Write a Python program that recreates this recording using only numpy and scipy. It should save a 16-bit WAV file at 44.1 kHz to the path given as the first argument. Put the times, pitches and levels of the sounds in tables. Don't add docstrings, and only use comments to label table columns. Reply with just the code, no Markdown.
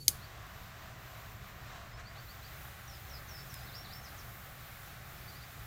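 import sys
import numpy as np
from scipy import signal
from scipy.fft import rfft, irfft, next_fast_len
from scipy.io import wavfile
from scipy.ndimage import uniform_filter1d

SR = 44100
rng = np.random.default_rng(int(sys.argv[2]) if len(sys.argv) > 2 else 0)


def dump(signal):
    limited = np.clip(np.atleast_2d(signal).T, -1, 1)
    pcm = np.round(limited * 32767).astype(np.int16)
    wavfile.write(sys.argv[1], SR, pcm)


def volts_from_decibels(level):
    exponent = np.asarray(level, float) / 20
    return 10 ** exponent


N = 249606
TIME = np.arange(N) / SR
SIZE = next_fast_len(N, real=True)
FREQ = np.fft.rfftfreq(SIZE, 1 / SR)


def torch():
    # (frequency [Hz], density [dB per Hz])
    roar_near = [(330, -43), (480, -11.5), (540, -7.5), (650, -1), (786, -2.5), (865, -8.5), (1060, -1),
                 (1440, -3), (1900, -4), (2500, -10), (3300, -20.5)]
    # (frequency [Hz], density [dB per Hz])
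    roar_down = [(330, -42), (480, -12.5), (560, -3.5), (799, 0), (879, -6), (982, -7), (1080, -0.5),
                 (1540, -1), (2010, -2.5), (2500, -8.5), (3300, -27)]
    # (frequency [Hz], density [dB per Hz])
    flame_edge = [(1700, -29), (2400, -3), (3000, -2), (3800, -1.5), (4870, -6), (6000, -7), (7500, -9),
                  (8800, -16), (11000, -27)]
    # (frequency [Hz], density [dB per Hz])
    nozzle_jet = [(5000, -29), (7500, -9.5), (8900, -19), (10400, -11.5), (13300, -1.5), (14200, 0),
                  (15100, 0.5), (16000, -6)]
    # (frequency [Hz], density [dB per Hz])
    unlit_gas = [(350, -32), (550, -10), (3080, -11), (4400, -11), (6000, -9), (7000, -3), (9030, -14),
                 (11000, -0.5), (13500, -8), (16000, -12)]
    # (time [s], level [dB])
    aim = [(0.2, -2.5), (0.4, -4.5), (0.62, -3.5), (0.9, -5), (1.2, -1), (1.5, -2), (1.65, -3), (1.9, -6),
           (2.15, -5.5), (2.27, -0.5), (2.45, -1.5), (2.55, 3), (2.75, 0.5), (3.36, 1), (3.55, 2),
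           (4.82, 1.5), (5.12, 2), (5.66, 0.5)]
    # (time [s], half length [s], jet change [dB])
    gusts = [
        (0.95, 0.04, -4),
        (1.39, 0.04, -3.5),
        (1.55, 0.055, -4),
        (1.95, 0.023, -6.5),
        (2.06, 0.075, -5),
        (3.8, 0.15, -1.5),
        (4.01, 0.025, -2.5),
        (4.25, 0.05, 0),
        (5.01, 0.059, -4),
    ]
    # (time [s], half length [s], flame change [dB])
    flares = [
        (1.726, 0.082, 2.5),
        (2.0, 0.021, 3.5),
        (2.17, 0.021, 1.5),
        (3.64, 0.14, 1.5),
        (2.28, 0.043, -3),
    ]

    aim_db = np.interp(TIME, *np.transpose(aim))
    gust_db = bumps(gusts)
    flare_db = bumps(flares)
    roar_db = -54 + 0.22 * gust_db + flare_db
    edge_db = -59.5 + 0.22 * aim_db + 0.31 * gust_db + flare_db
    jet_db = -59.5 + aim_db + gust_db
    uncover_db = np.interp(TIME, (2.42, 2.64), (-7, 0))
    whistle_db = -70.5 + 0.4 * aim_db + 0.3 * gust_db + uncover_db

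    ignite_s, catch_s = 0.072, 0.017
    lit = 1 - np.exp(-np.clip(TIME - ignite_s, 0, 1) / catch_s)
    tip = np.interp(TIME, (1.86, 2.6), (0, np.pi / 2))
    roar = np.cos(tip) * turbulence(shape(roar_near), 0.63, 9.13, 0.66)
    roar = roar + np.sin(tip) * turbulence(shape(roar_down), 0.44, 9, 0.3)
    flame = roar * volts_from_decibels(roar_db) + turbulence(shape(flame_edge), 0.67, 14, 0.44) * volts_from_decibels(edge_db)
    jet = turbulence(shape(nozzle_jet), 0.6, 13, 0.9) * volts_from_decibels(jet_db)
    whistle = turbulence(peak(9550, width_hz=590) ** 2, 0.6, 7.1, 0.6) * volts_from_decibels(whistle_db)
    raw_gas = turbulence(shape(unlit_gas), 0.75, 18, 0.47) * volts_from_decibels(-57)
    return lit * (flame + jet + whistle) + (1 - lit) * raw_gas


def striker():
    # (time [s], peak [dB], decay [ms])
    snaps = [
        (0.082, -26, 0.21),
        (0.0814, -4.5, 0.28),
        (0.0818, -9.5, 0.28),
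        (0.0832, -8, 0.6),
        (0.087, -26, 0.55),
    ]
    # (frequency [Hz], density [dB per Hz])
    snap_colour = [(500, -40), (1200, -37), (1740, -37), (2170, -14), (3800, -9), (4940, -1.5),
                   (5630, -5.5), (6790, -1.5), (8450, -6), (9640, 1.5), (10900, -2), (12400, -4),
                   (14300, 0.5), (16500, -23)]
    # (frequency [Hz], level [dB], t60 [s])
    shell = [(6358, -11, 0.054), (9300, 2, 0.029), (10300, -5, 0.06), (11200, -9, 0.051),
             (11540, -12, 0.066), (12410, -12, 0.048), (12300, -12, 0.04), (13420, -15, 0.085),
             (14280, -18, 0.1), (15500, -14, 0.049)]
    # (frequency [Hz], level [dB], t60 [s])
    hammer = [(5000, -10, 0.0029), (3720, -15, 0.0027), (6720, -18, 0.0035), (9900, -15, 0.004),
              (13300, -13, 0.003)]

    t = TIME[:SR // 3]
    blow, spray = rng.standard_normal((2, len(t)))
    strike_s = snaps[1][0]
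    snap = blow * sum(volts_from_decibels(db - 0.1) * burst(s, ms, t) for s, db, ms in snaps)
    after = np.clip(t - strike_s, 0, 1)
    direct = snap + volts_from_decibels(-32) * modes(shell, after) + volts_from_decibels(-2.5) * modes(hammer, after)

    ground_s = 0.0066
    echo = volts_from_decibels(-16) * np.roll(direct, int(ground_s * SR))
    near_grass = volts_from_decibels(-32.5) * burst(strike_s + ground_s, 7.8, t)
    far_grass = volts_from_decibels(-43.0) * burst(strike_s, 43, t)
    scatter = spray * (near_grass + far_grass)

    puff_s, puff_hz = 0.0855, 325
    puff = volts_from_decibels(-35) * burst(puff_s, 2.5) * np.sin(2 * np.pi * puff_hz * (TIME - puff_s))
    return coloured(unit(shape(snap_colour)), direct + echo + scatter) + puff


def herbs():
    # (time [s], peak [dB], centre [Hz], width [Hz])
    crackles = [
        (0.467, -46, 10500, 3000),
        (1.179, -43, 11000, 4000),
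        (1.6205, -52, 12000, 5000),
        (1.999, -48, 4500, 5000),
        (3.5416, -32.5, 8000, 9000),
        (3.5427, -33, 5000, 11000),
    ]
    out = np.zeros(N)
    t = TIME[:256]
    for s, db, hz, width in crackles:
        grain = rng.standard_normal(len(t)) * burst(0, 0.42, t)
        pop = signal.lfilter(*signal.iirpeak(hz, hz / width, SR), grain)
        out[int(s * SR):][:len(t)] += volts_from_decibels(db) * pop / np.abs(pop).max()
    return out


def birds():
    chirper = coloured(peak(4700, width_hz=1400), chirper_song())
    warbler = coloured(peak(5350, width_hz=2200), warbler_song())
    lag = TIME[:SR // 2]
    hedge_t60_s = 0.18
    hedge = rng.standard_normal(len(lag)) * 1000 ** (-lag / hedge_t60_s) * (lag > 0.003)
    sent = volts_from_decibels(0.4) * (volts_from_decibels(-5) * chirper + warbler)
    return chirper + warbler + signal.fftconvolve(sent, hedge / np.linalg.norm(hedge))[:N]


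def chirper_song():
    # (start [s], length [s], from [Hz], to [Hz], level [dB])
    chirps = [(0.0, 0.022, 4300, 4750, -54), (0.105, 0.035, 4180, 4590, -62),
              (0.195, 0.062, 3600, 4790, -59), (1.93, 0.04, 5000, 5400, -62),
              (2.052, 0.042, 4200, 4900, -58), (2.155, 0.05, 3700, 4800, -58),
              (2.272, 0.048, 3700, 4820, -57), (2.422, 0.048, 3900, 4880, -58),
              (5.148, 0.05, 5050, 5270, -67), (5.207, 0.022, 4050, 4880, -62),
              (5.272, 0.032, 4350, 4870, -56), (5.322, 0.068, 4000, 5000, -61),
              (5.403, 0.036, 3950, 4850, -56)]
    return volts_from_decibels(0.5) * sing(chirps, bend=0.9, loudest=0.68, start_db=-5, end_db=-6)


def warbler_song():
    # (start [s], length [s], from [Hz], to [Hz], level [dB])
    drops = [
        (2.876, 0.03, 6150, 5380, -56),
        (3.088, 0.045, 6500, 5300, -60),
        (3.28, 0.055, 6550, 5200, -58),
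        (3.49, 0.038, 6650, 5130, -59),
        (3.662, 0.048, 4550, 3550, -56),
        (3.84, 0.047, 4800, 3250, -54),
    ]
    # (start [s], length [s], from [Hz], to [Hz], level [dB])
    droops = [
        (2.92, 0.045, 5250, 4700, -62),
        (3.133, 0.052, 5280, 4050, -56),
        (3.355, 0.04, 5250, 4450, -58),
        (3.535, 0.055, 5200, 4780, -61),
    ]
    # (start [s], length [s], from [Hz], to [Hz], level [dB])
    plunges = [
        (4.028, 0.064, 6900, 3900, -57),
        (4.16, 0.054, 8400, 4400, -58),
    ]
    # (start [s], length [s], from [Hz], to [Hz], level [dB])
    climbs = [
        (3.605, 0.05, 4800, 5400, -64),
        (3.712, 0.048, 3600, 5500, -53),
        (3.892, 0.045, 3300, 5420, -53),
    ]
    # (start [s], length [s], from [Hz], to [Hz], level [dB])
    holds = [
        (3.34, 0.075, 5230, 5330, -54),
        (3.685, 0.04, 4950, 5250, -68),
        (3.752, 0.022, 5300, 5550, -50),
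        (3.78, 0.055, 5540, 5500, -60),
        (3.875, 0.04, 4000, 4850, -59),
        (3.932, 0.02, 5400, 5430, -53),
        (3.958, 0.055, 5250, 5450, -64),
    ]
    song = sing(drops, bend=2.1, loudest=0.4, start_db=-3, end_db=-5)
    song = song + sing(droops, bend=-1.2, loudest=0.3, start_db=-4, end_db=-4)
    song = song + sing(plunges, bend=0.6, loudest=0.55, start_db=-4, end_db=-5)
    song = song + sing(climbs, bend=-0.5, loudest=0.85, start_db=-8, end_db=-1)
    return song + sing(holds, bend=1.5, loudest=0.25, start_db=-2, end_db=-8)


def road():
    # (frequency [Hz], density [dB per Hz])
    rumble = [(9, -35), (15, -14), (35, -4.5), (65, 1), (90, -2.5), (118, 3), (140, -1.5), (160, -9.5),
              (195, -9.5), (240, -18), (381, -18), (480, -19.5), (700, -39.5)]
    # (time [s], half length [s], change [dB])
    lulls = [
        (0.02, 0.12, -0.5),
        (0.75, 0.063, -1.5),
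        (1.18, 0.08, -1),
        (2.4, 0.48, -0.5),
        (2.75, 0.071, -1),
        (4.75, 0.22, -2),
        (5.48, 0.043, -3.5),
    ]
    whump_db = bumps([(0.1, 0.028, 4)])
    level_db = -51.2 + bumps(lulls) + whump_db
    return volts_from_decibels(level_db) * turbulence(shape(rumble), 0.33, 3.25, 0.5)


def sing(notes, bend, loudest, start_db, end_db):
    song, waver = np.zeros(N), walk(130)
    for s, length, from_hz, to_hz, db in notes:
        span = slice(int(s * SR), int((s + length) * SR))
        part = (TIME[span] - s) / length
        glide = np.expm1(-bend * part) / np.expm1(-bend)
        pitch = (from_hz + (to_hz - from_hz) * glide) * (1 + 0.011 * waver[span])
        swell_db = np.interp(part, (0, loudest, 1), (start_db, 0, end_db))
        fade = np.clip(np.minimum(part, 1 - part) * length / 0.0021, 0, 1)
        tone = np.sin(2 * np.pi * np.cumsum(pitch) / SR)
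        song[span] += np.sqrt(2) * volts_from_decibels(db + swell_db) * fade * tone
    return song * volts_from_decibels(2.0 * walk(155))


def turbulence(gain, flicker_db, rate, together_db):
    spectrum = rfft(rng.standard_normal(SIZE)) * gain
    shared, out = walk(rate), 0
    octave = np.log2(FREQ + 1)
    heard = octave[gain > gain.max() / 30]
    low, high = int(heard[0]), int(heard[-1]) + 1
    for band in range(low, high + 1):
        share = np.clip(1 - np.abs(np.clip(octave, low, high) - band), 0, 1)
        level_db = flicker_db * walk(rate) + together_db * shared
        out = out + irfft(spectrum * share, SIZE)[:N] * volts_from_decibels(level_db)
    return unit(out)


def walk(rate):
    knots = uniform_filter1d(np.repeat(rng.standard_normal(900), 4), size=5)
    return 1.3 * np.interp(TIME * rate * 4, np.arange(len(knots)), knots)


def modes(rows, after):
    return sum(volts_from_decibels(db) * np.sin(2 * np.pi * hz * after) * 1000 ** (-after / t60) for hz, db, t60 in rows)


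def burst(s, ms, t=TIME):
    return (t >= s) * np.exp(-np.clip(t - s, 0, 1) * 1000 / ms)


def bumps(rows):
    return sum(db * np.exp(-((TIME - s) / half_s) ** 2) for s, half_s, db in rows)


def shape(points):
    hz, db = np.transpose(points)
    return volts_from_decibels(np.interp(np.log(FREQ + 1), np.log(hz), db, left=-120, right=-120))


def peak(hz, width_hz):
    return 1 / np.sqrt(1 + ((FREQ - hz) / (width_hz / 2)) ** 2)


def coloured(gain, sound):
    return irfft(rfft(sound, SIZE) * gain, SIZE)[:N]


def unit(sound):
    return sound / np.sqrt(np.mean(sound ** 2))


def scene():
    snap = striker()
    trace = volts_from_decibels(-34) * np.gradient(snap) * np.array([[1], [-1]])
    return torch() + snap + herbs() + birds() + road() + trace


def roll_off(x):
    return signal.sosfilt(signal.butter(12, 15720, fs=SR, output="sos"), x)


def record(dry):
    ceiling = 1.1
    mix = ceiling * np.tanh(dry / ceiling)
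    return roll_off(mix)


dry = scene()
out = record(dry)
dump(out)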